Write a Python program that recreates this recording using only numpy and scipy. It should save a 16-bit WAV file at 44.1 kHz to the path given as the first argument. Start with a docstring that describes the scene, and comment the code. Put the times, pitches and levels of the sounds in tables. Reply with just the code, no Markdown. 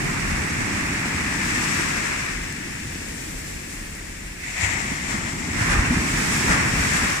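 """Night surf at the water's edge: a broken wave washes up the shore and fizzes out, then the next plunges.
Air in water resonates, the lower the larger its volume: big pockets thud, bubble clouds rumble, white
water roars and foam fizzes, as independent sources along a wide front. The shallows gurgle and plink
close by, and surf booms further along the shore. Two microphone ports a hand or two apart hear it,
each with its own resonances."""
import sys
import numpy as np
from scipy import signal
from scipy.fft import rfft, irfft
from scipy.io import wavfile
from scipy.ndimage import uniform_filter1d

SR = 44100
rng = np.random.default_rng(int(sys.argv[2]) if len(sys.argv) > 2 else 0)


def generate_wav(signal):
    """Clip the signal to [-1, 1] and save it as 16-bit WAV at the path in sys.argv[1]."""
    frames = np.transpose(np.atleast_2d(signal))
    scaled = np.clip(frames, -1, 1) * 32767
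    pcm = np.round(scaled).astype(np.int16)
    wavfile.write(sys.argv[1], SR, pcm)


N = 317520
TIME = np.arange(N) / SR
FREQ = np.fft.rfftfreq(N, 1 / SR)


def undb(db):
    """Amplitude ratio of a level in decibels."""
    return 10 ** (np.asarray(db) / 20)


def curves(table):
    """Linear interpolation of a table's columns in time."""
    times, *columns = np.transpose(table)
    return [np.interp(TIME, times, column) for column in columns]


def colour(x, spectrum):
    """Spectral shaping by (f/Hz, level/dB) points, falling 12 dB an octave beyond the ends."""
    hz, db = np.transpose(spectrum)
    inside = np.clip(FREQ, hz[0], hz[-1])
    skirt = (np.minimum(FREQ, inside) / np.maximum(FREQ, inside)) ** 2
    return irfft(rfft(x) * skirt * undb(np.interp(np.log(inside), np.log(hz), db)), N)


def walk(rate):
    """Smooth random modulation of unit deviation, changing rate times a second."""
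    hold = int(SR / rate)
    held = np.repeat(rng.standard_normal(N // hold + 2), hold)[rng.integers(hold):][:N]
    smooth = uniform_filter1d(held, hold)
    return smooth / smooth.std()


def steady(pair):
    """Normalisation: the running RMS of the two channels' mean is held at 1."""
    return pair / np.sqrt(uniform_filter1d(pair.mean(axis=0) ** 2, 5000))


def place(pair, db, lean_db=0):
    """Level panning: a gain of db, with the left lean_db above the right."""
    return pair * undb(db + np.array([[1], [-1]]) * lean_db / 2)


def swell(t, rise_s, fall_s):
    """Gaussian rise to 1 at time t, then exponential decay."""
    return np.exp(-(np.minimum(TIME - t, 0) / rise_s) ** 2 - np.maximum(TIME - t, 0) / fall_s)


def together(gains):
    """Incoherent sources add in power."""
    return np.sqrt(sum(gain ** 2 for gain in gains))


def pops(rate, spread_db):
    """Shot noise: rate bubbles a second are born at random, most faint, a few strong."""
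    count = int(rate * N / SR)
    sizes = undb(spread_db * np.minimum(rng.exponential(size=count), 2 * np.pi))
    return np.bincount(rng.integers(N, size=count), sizes * rng.choice([-1, 1], count), N)


def foam(spectrum, rate, spread_db, flutter_db, patchy_db):
    """Uncorrelated noise of bursting bubbles: each port hears its own nearest patch."""
    shared_db = flutter_db * walk(14)
    pair = np.array([pops(rate, spread_db) * undb(shared_db + patchy_db * walk(30)) for _ in range(2)])
    return steady(colour(pair, spectrum))


def bubbles(table, glide):
    """Damped oscillators: each bubble dies to 1/23 in its cycles, rising in pitch near the surface."""
    pair = np.zeros((2, N))
    for t, hz, cycles, db, lean_db in table:
        start = int(t * SR)
        age = np.arange(int(2 * cycles * SR / hz))[:N - start] / SR * hz / cycles
        tone = np.sin(2 * np.pi * cycles * age * (1 + glide * age / 2)) * np.exp(-np.pi * age)
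        pair[:, start:start + len(tone)] += place(tone, db, lean_db)
    return pair


# busiest stretch of the front: t/s, bearing to the right/rad, fraction of the power
FOCUS = [(0, 0.6, 0.07), (.75, 0.44, 0.2), (1.7, -0.92, 0.29), (2.6, -0.65, 0.58), (4.3, -0.6, 0.4),
         (4.8, -0.49, 0.67), (5.4, -0.43, 0), (5.6, 0.52, 0.1), (5.85, -0.1, 0.38), (6.25, 0.78, 0.22),
         (6.7, 0.023, 0.1), (7.2, -0.85, 0.13)]
def front(spectrum, rate, spread_db, surge_db, surge_rate, breadth=1, count=12):
    """Line source: each stretch surges on its own, and its bearing sets the lag between the ports."""
    side_lag_s = .00097  # port to port, for sound from the side
    bearing, share = curves(FOCUS)
    angles = np.pi * ((np.arange(count) + .5) / count - .5)
    busy = np.exp(-((angles[:, None] - bearing) / 0.18) ** 2)
    weights = np.sqrt((1 - share) / count + share * busy / busy.sum(axis=0))
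    pair = np.zeros((2, N))
    for angle, weight in zip(angles, weights):
        stretch = pops(rate / count, spread_db) * weight * undb(surge_db * walk(surge_rate))
        lag = int(round(side_lag_s * SR * np.sin(breadth * angle)))
        pair[0] += np.roll(stretch, lag)
        pair[1] += stretch
    return steady(colour(pair, spectrum))


def follow(surf_db, db, slope):
    """Power law: a layer stands at db for surf at -30 dB and moves slope dB per dB of surf."""
    return db + slope * (surf_db + 30)


# falling crests: t/s, thud level/dB, crash level/dB, wash level/dB, spray level/dB, left - right/dB
BREAKS = [(.1, -35, -37.5, -55, -42, -2), (.3, -30.5, -37, -50, -40, 2), (4.48, -52, -62, -35, -48, -6),
          (4.65, -34, -35.5, -27, -34, 1), (5.13, -38, -37.5, -48, -35.5, 2),
          (5.62, -31, -31.5, -36, -33, -2.5), (5.73, -23, -27, -32, -30, -1),
          (5.97, -30.5, -50, -44, -48, 0), (6.52, -29, -26.5, -31.5, -32, 1.5),
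          (6.82, -27.5, -37, -32.5, -40, 0), (6.97, -48, -32, -42, -31.5, -1),
          (7.13, -53, -32, -35, -33.5, -2)]
def with_breaks(rolling, layer, rise_s, fall_s):
    """Power summation of a layer's rolling gain and a burst for each falling crest."""
    column = ("thud", "crash", "wash", "spray").index(layer)
    bursts = [place(swell(t, rise_s, fall_s), levels[column], lean) for t, *levels, lean in BREAKS]
    return together([rolling] + bursts)


# spectrum of big air pockets: f/Hz, level/dB
THUD_SPECTRUM = [(12, -18), (25, -18), (40, -7.5), (60, -1.5), (85, 1), (115, -9.5), (170, -23), (300, -52)]
def thud(rumble_db):
    """Bubble resonance: the largest volumes of trapped air sound lowest."""
    noise = front(THUD_SPECTRUM, rate=3000, spread_db=1.6, surge_db=1.2, surge_rate=9, breadth=0.91)
    rolling = undb(follow(rumble_db, -36.5, slope=0.66))
    gain = with_breaks(rolling, "thud", rise_s=0.037, fall_s=0.19)
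    return place(noise * gain, -.7 + 2 * walk(16))


# spectrum of bubble clouds: f/Hz, level/dB
RUMBLE_SPECTRUM = [(60, -34), (110, -0.5), (160, 0.5), (250, -1.5), (320, -4.5), (420, -13), (560, -22),
                   (900, -16), (1600, -52)]
def rumble(rumble_db, lean):
    """Collective oscillation: clouds of bubbles give a low band of noise."""
    noise = front(RUMBLE_SPECTRUM, rate=5000, spread_db=1.34, surge_db=1.8, surge_rate=12, breadth=0.61)
    return place(noise, rumble_db + .5 * walk(22), 0.083 * lean)


# spectrum of mid-sized bubbles: f/Hz, level/dB
CRASH_SPECTRUM = [(250, -13), (450, -10), (600, -5.5), (800, -5.5), (1150, -1.5), (1480, -1.7),
                  (1800, -0.5), (3000, -25), (6000, -43)]
def crash(wash_db, spill, lean):
    """Air entrainment: bubbles ring in the middle range, loudest as a crest falls."""
    noise = front(CRASH_SPECTRUM, rate=14000, spread_db=2, surge_db=1.4, surge_rate=14, breadth=0.99)
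    rolling = undb(follow(wash_db, -33, slope=1.39) - 3 * spill)
    gain = with_breaks(rolling, "crash", rise_s=0.046, fall_s=0.14)
    return place(noise * gain, -.3, 0.47 * lean)


# spectrum of white water: f/Hz, level/dB
WASH_SPECTRUM = [(400, -48), (900, -10), (1350, -9), (1700, 0), (2400, 2.5), (2750, 0.5), (3150, -17),
                 (4200, -14.5), (7000, -25)]
def wash(gain, spill, lean):
    """Superposition: small bubbles merge into a roar, which loses the fraction spill of its power."""
    noise = front(WASH_SPECTRUM, rate=24000, spread_db=1.86, surge_db=0.9, surge_rate=28)
    return place(noise * gain * np.sqrt(1 - spill), -2, 2 * lean * (1 - spill))


# sheets of foam sweeping close by: peak t/s, rise/s, fall/s, level/dB
SHEETS = [(1.75, 0.41, 0.4, -33), (3.1, 0.55, .9, -44.5), (6.44, 0.48, 0.18, -30.5),
          (6.92, 0.28, 0.54, -31.5)]
def sheets(lag_s=0):
    """Envelope of the passing sheets, summed in power and delayed by lag_s."""
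    return together([undb(db) * swell(t + lag_s, rise, fall) for t, rise, fall, db in SHEETS])


# spectrum of fizzing foam: f/Hz, level/dB
SPRAY_SPECTRUM = [(1500, -15.5), (3000, 2), (4100, -3.5), (5400, 1.5), (6500, -2), (8000, -2.5),
                  (9300, -4.5), (10300, -11), (12000, -17.5), (15000, -23)]
def spray(wash_db, lean):
    """Bubble bursting: the tiniest sound highest, with the wash, the sheets and each break."""
    noise = foam(SPRAY_SPECTRUM, rate=45000, spread_db=2.5, flutter_db=.5, patchy_db=0.87)
    fizz = together([undb(follow(wash_db, -34.5, slope=0.8)), sheets()])
    gain = with_breaks(fizz, "spray", rise_s=0.056, fall_s=0.058)
    return place(noise * gain, -2.5, 0.043 * lean + 0.13)


# spectrum of gurgling shallows: f/Hz, level/dB
GURGLE_SPECTRUM = [(200, -5), (330, -2), (480, -2.5), (650, -5.5), (900, -12.5), (1400, -15)]
def gurgle(swash_db):
    """Low bubble resonances in the shallows and in the wake of each sheet of foam."""
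    noise = front(GURGLE_SPECTRUM, rate=2500, spread_db=2, surge_db=0.5, surge_rate=11)
    wake = undb(-8.5) * sheets(lag_s=0.39)
    return place(noise, 0, 1.6) * together([undb(swash_db - 3), wake])


# spectrum of nearby foam: f/Hz, level/dB
SIZZLE_SPECTRUM = [(2500, -5), (5500, 0), (8500, 1), (10500, -2.5), (12500, -7.5), (15000, -8.5)]
def sizzle(swash_db):
    """Treble shot noise of foam bursting on the shallows and on passing sheets."""
    noise = foam(SIZZLE_SPECTRUM, rate=25000, spread_db=1, flutter_db=0, patchy_db=1.5)
    gain = together([undb(swash_db), undb(-10.5) * sheets()])
    return noise * gain * undb(.7 * walk(17))


def plinks(swash_db, low_hz=885, high_hz=6700, cycles=20, count=1500):
    """Free oscillation of lone small bubbles scattered about the feet."""
    when, pitch, faintness, side = rng.random((count, 4)).T
    hz = low_hz * (high_hz / low_hz) ** pitch
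    db = -0.5 * np.minimum(-np.log(1 - faintness), np.pi + 1)
    rows = zip(when * N / SR, hz, np.full(count, cycles), db, 16 * (2 * side - 1))
    pair = bubbles(rows, glide=0.14)
    return place(pair / pair.std(), swash_db - 12.5, 2)


# thin water about the feet, drawn away before the next wave: t/s, level/dB
SWASH = [(0, -48), (1.4, -49.5), (2.2, -53), (2.55, -50), (3.25, -44.5), (3.95, -47.5), (4.4, -49.5),
         (4.8, -51), (7.2, -54)]
def shallows():
    """Common modulation: gurgle, sizzle and plinks rise and fall with the swash."""
    swash_db, = curves(SWASH)
    return gurgle(swash_db) + sizzle(swash_db) + plinks(swash_db)


# spectrum of the far surf: f/Hz, level/dB
DISTANT_SPECTRUM = [(20, -13), (32, -8), (42, 2.5), (52, -17), (80, -15.5)]
# its heavier booms: t/s, level/dB
BOOMS = [(.1, -35), (.32, -31.5), (2.39, -33), (2.88, -36), (3.38, -36), (3.83, -35), (4.1, -36),
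         (4.29, -36), (5.8, -26), (6.2, -31), (6.8, -29)]
def distant_surf():
    """Low-frequency noise from further along the shore: an uneven rumble and booms add in power."""
    noise = front(DISTANT_SPECTRUM, rate=2200, spread_db=2, surge_db=4.5, surge_rate=4)
    rolling = undb(-44.5 + 2 * walk(8.2))
    booms = [undb(db) * swell(t, rise_s=0.1, fall_s=0.076) for t, db in BOOMS]
    return place(noise * together([rolling] + booms), -1.7)


# drops of spray landing close by: t/s, f/Hz, decay/cycles, level/dB, left - right/dB
DROPS = [(1.551, 7150, 4.5, -26, 2), (2.5255, 7200, 3, -16, 3), (2.952, 5400, 18, -26, 3)]
def drops():
    """Impact excitation: each drop rings one tiny bubble."""
    return bubbles(DROPS, glide=.05)


# big single air pockets: t/s, f/Hz, decay/cycles, level/dB, left - right/dB
POCKETS = [(2.87, 134, 9.9, -28, 1), (4.63, 94, 17, -23, -4), (4.917, 222, 3.8, -19, -8),
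           (5.142, 203, 11.4, -19.5, -4), (5.412, 119, 3.6, -31, 0), (5.612, 105, 9.5, -18.5, 0),
           (5.712, 71, 6.6, -17, 0), (5.77, 48, 3.3, -20, 0), (5.85, 90, 5.4, -20, -3),
           (5.908, 235, 21, -15, 0), (5.971, 186, 6.1, -12.5, -1), (6.503, 166, 5.7, -13.5, 0)]
def air_pockets():
    """Mass-spring resonance: air squeezed under the plunging lip is the spring, water the mass."""
    return bubbles(POCKETS, glide=0.21)


# spectrum of the spilling crest: f/Hz, level/dB
HOLLOW_SPECTRUM = [(450, -30), (650, -8.5), (950, -4), (1300, -42), (1700, -5.5), (2100, 5.5), (2600, -2),
                   (3200, -11.5), (5000, -18), (7400, -11), (9500, -29)]
def spilling_crest(gain, spill):
    """Noise in separate bands, ringing near 2 kHz, sounds hollow as the next crest spills, off to the left."""
    noise = foam(HOLLOW_SPECTRUM, rate=23000, spread_db=1.6, flutter_db=-0.6, patchy_db=1.5)
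    return place(noise * gain * np.sqrt(spill), -6, lean_db=13)


# the rolling surf: t/s, bubble-cloud level/dB, white-water level/dB
SURF = [(0, -29.5, -33), (1.3, -30.5, -31.5), (1.8, -30, -30), (2.17, -37.5, -32), (2.52, -36.5, -39),
        (3.1, -38.5, -42), (4.38, -43.5, -44.5), (4.58, -41.5, -35), (4.77, -34, -33), (5.0, -34.5, -34),
        (5.47, -32, -35), (5.66, -28.5, -32), (5.98, -25.5, -32), (6.1, -28.3, -31), (6.62, -27, -29),
        (6.72, -27, -31), (7.08, -29.5, -29), (7.2, -38, -37.5)]
def breaking_wave():
    """Common modulation: bubbles of every size follow the surf, and the white water heaves as a whole."""
    rumble_db, wash_db = curves(SURF)
    bearing, _ = curves(FOCUS)
    lean = 1.44 - 2.5 * np.sin(bearing)  # leftward bias, scaled by each layer
    spill_from_s, spill_to_s, fade_s = 4.38, 5.58, 0.1
    spill = .8 * np.clip(np.minimum(TIME - spill_from_s, spill_to_s - TIME) / fade_s, 0, 1)
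    wash_gain = with_breaks(undb(wash_db), "wash", rise_s=0.077, fall_s=0.17)
    bass = thud(rumble_db) + rumble(rumble_db, lean)
    white_water = (crash(wash_db, spill, lean) + wash(wash_gain, spill, lean)
                   + spray(wash_db, lean) + spilling_crest(wash_gain, spill))
    churn = undb(.3 * walk(26))
    return bass + white_water * churn


def scene():
    """Linear superposition of the wave in front, the water about the feet and the surf far off."""
    return breaking_wave() + shallows() + distant_surf() + drops() + air_pockets()


# resonances and shadows of each microphone port: f/Hz, width/Hz, gain/dB
LEFT_PORT = [(1840, 530, 3.5), (5820, 690, 3), (7020, 1280, 5.5), (7840, 860, 6), (10400, 1800, -5),
             (14000, 4000, 0)]
RIGHT_PORT = [(580, 240, -1), (943, 450, 1), (1980, 800, 5), (2980, 540, -5), (9280, 990, 4),
              (13000, 5500, 2.5)]
def record(dry):
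    """Frequency response: each port's resonances and shadows, then a steep low-pass."""
    top_hz = 15200
    ports_db = [sum(db * 2 ** -((2 * (FREQ - hz) / width) ** 2) for hz, width, db in port)
                for port in (LEFT_PORT, RIGHT_PORT)]
    heard = irfft(rfft(dry) * undb(ports_db), N)
    return signal.sosfilt(signal.ellip(12, .1, 80, top_hz, fs=SR, output="sos"), heard)


dry = scene()
out = record(dry)
generate_wav(out)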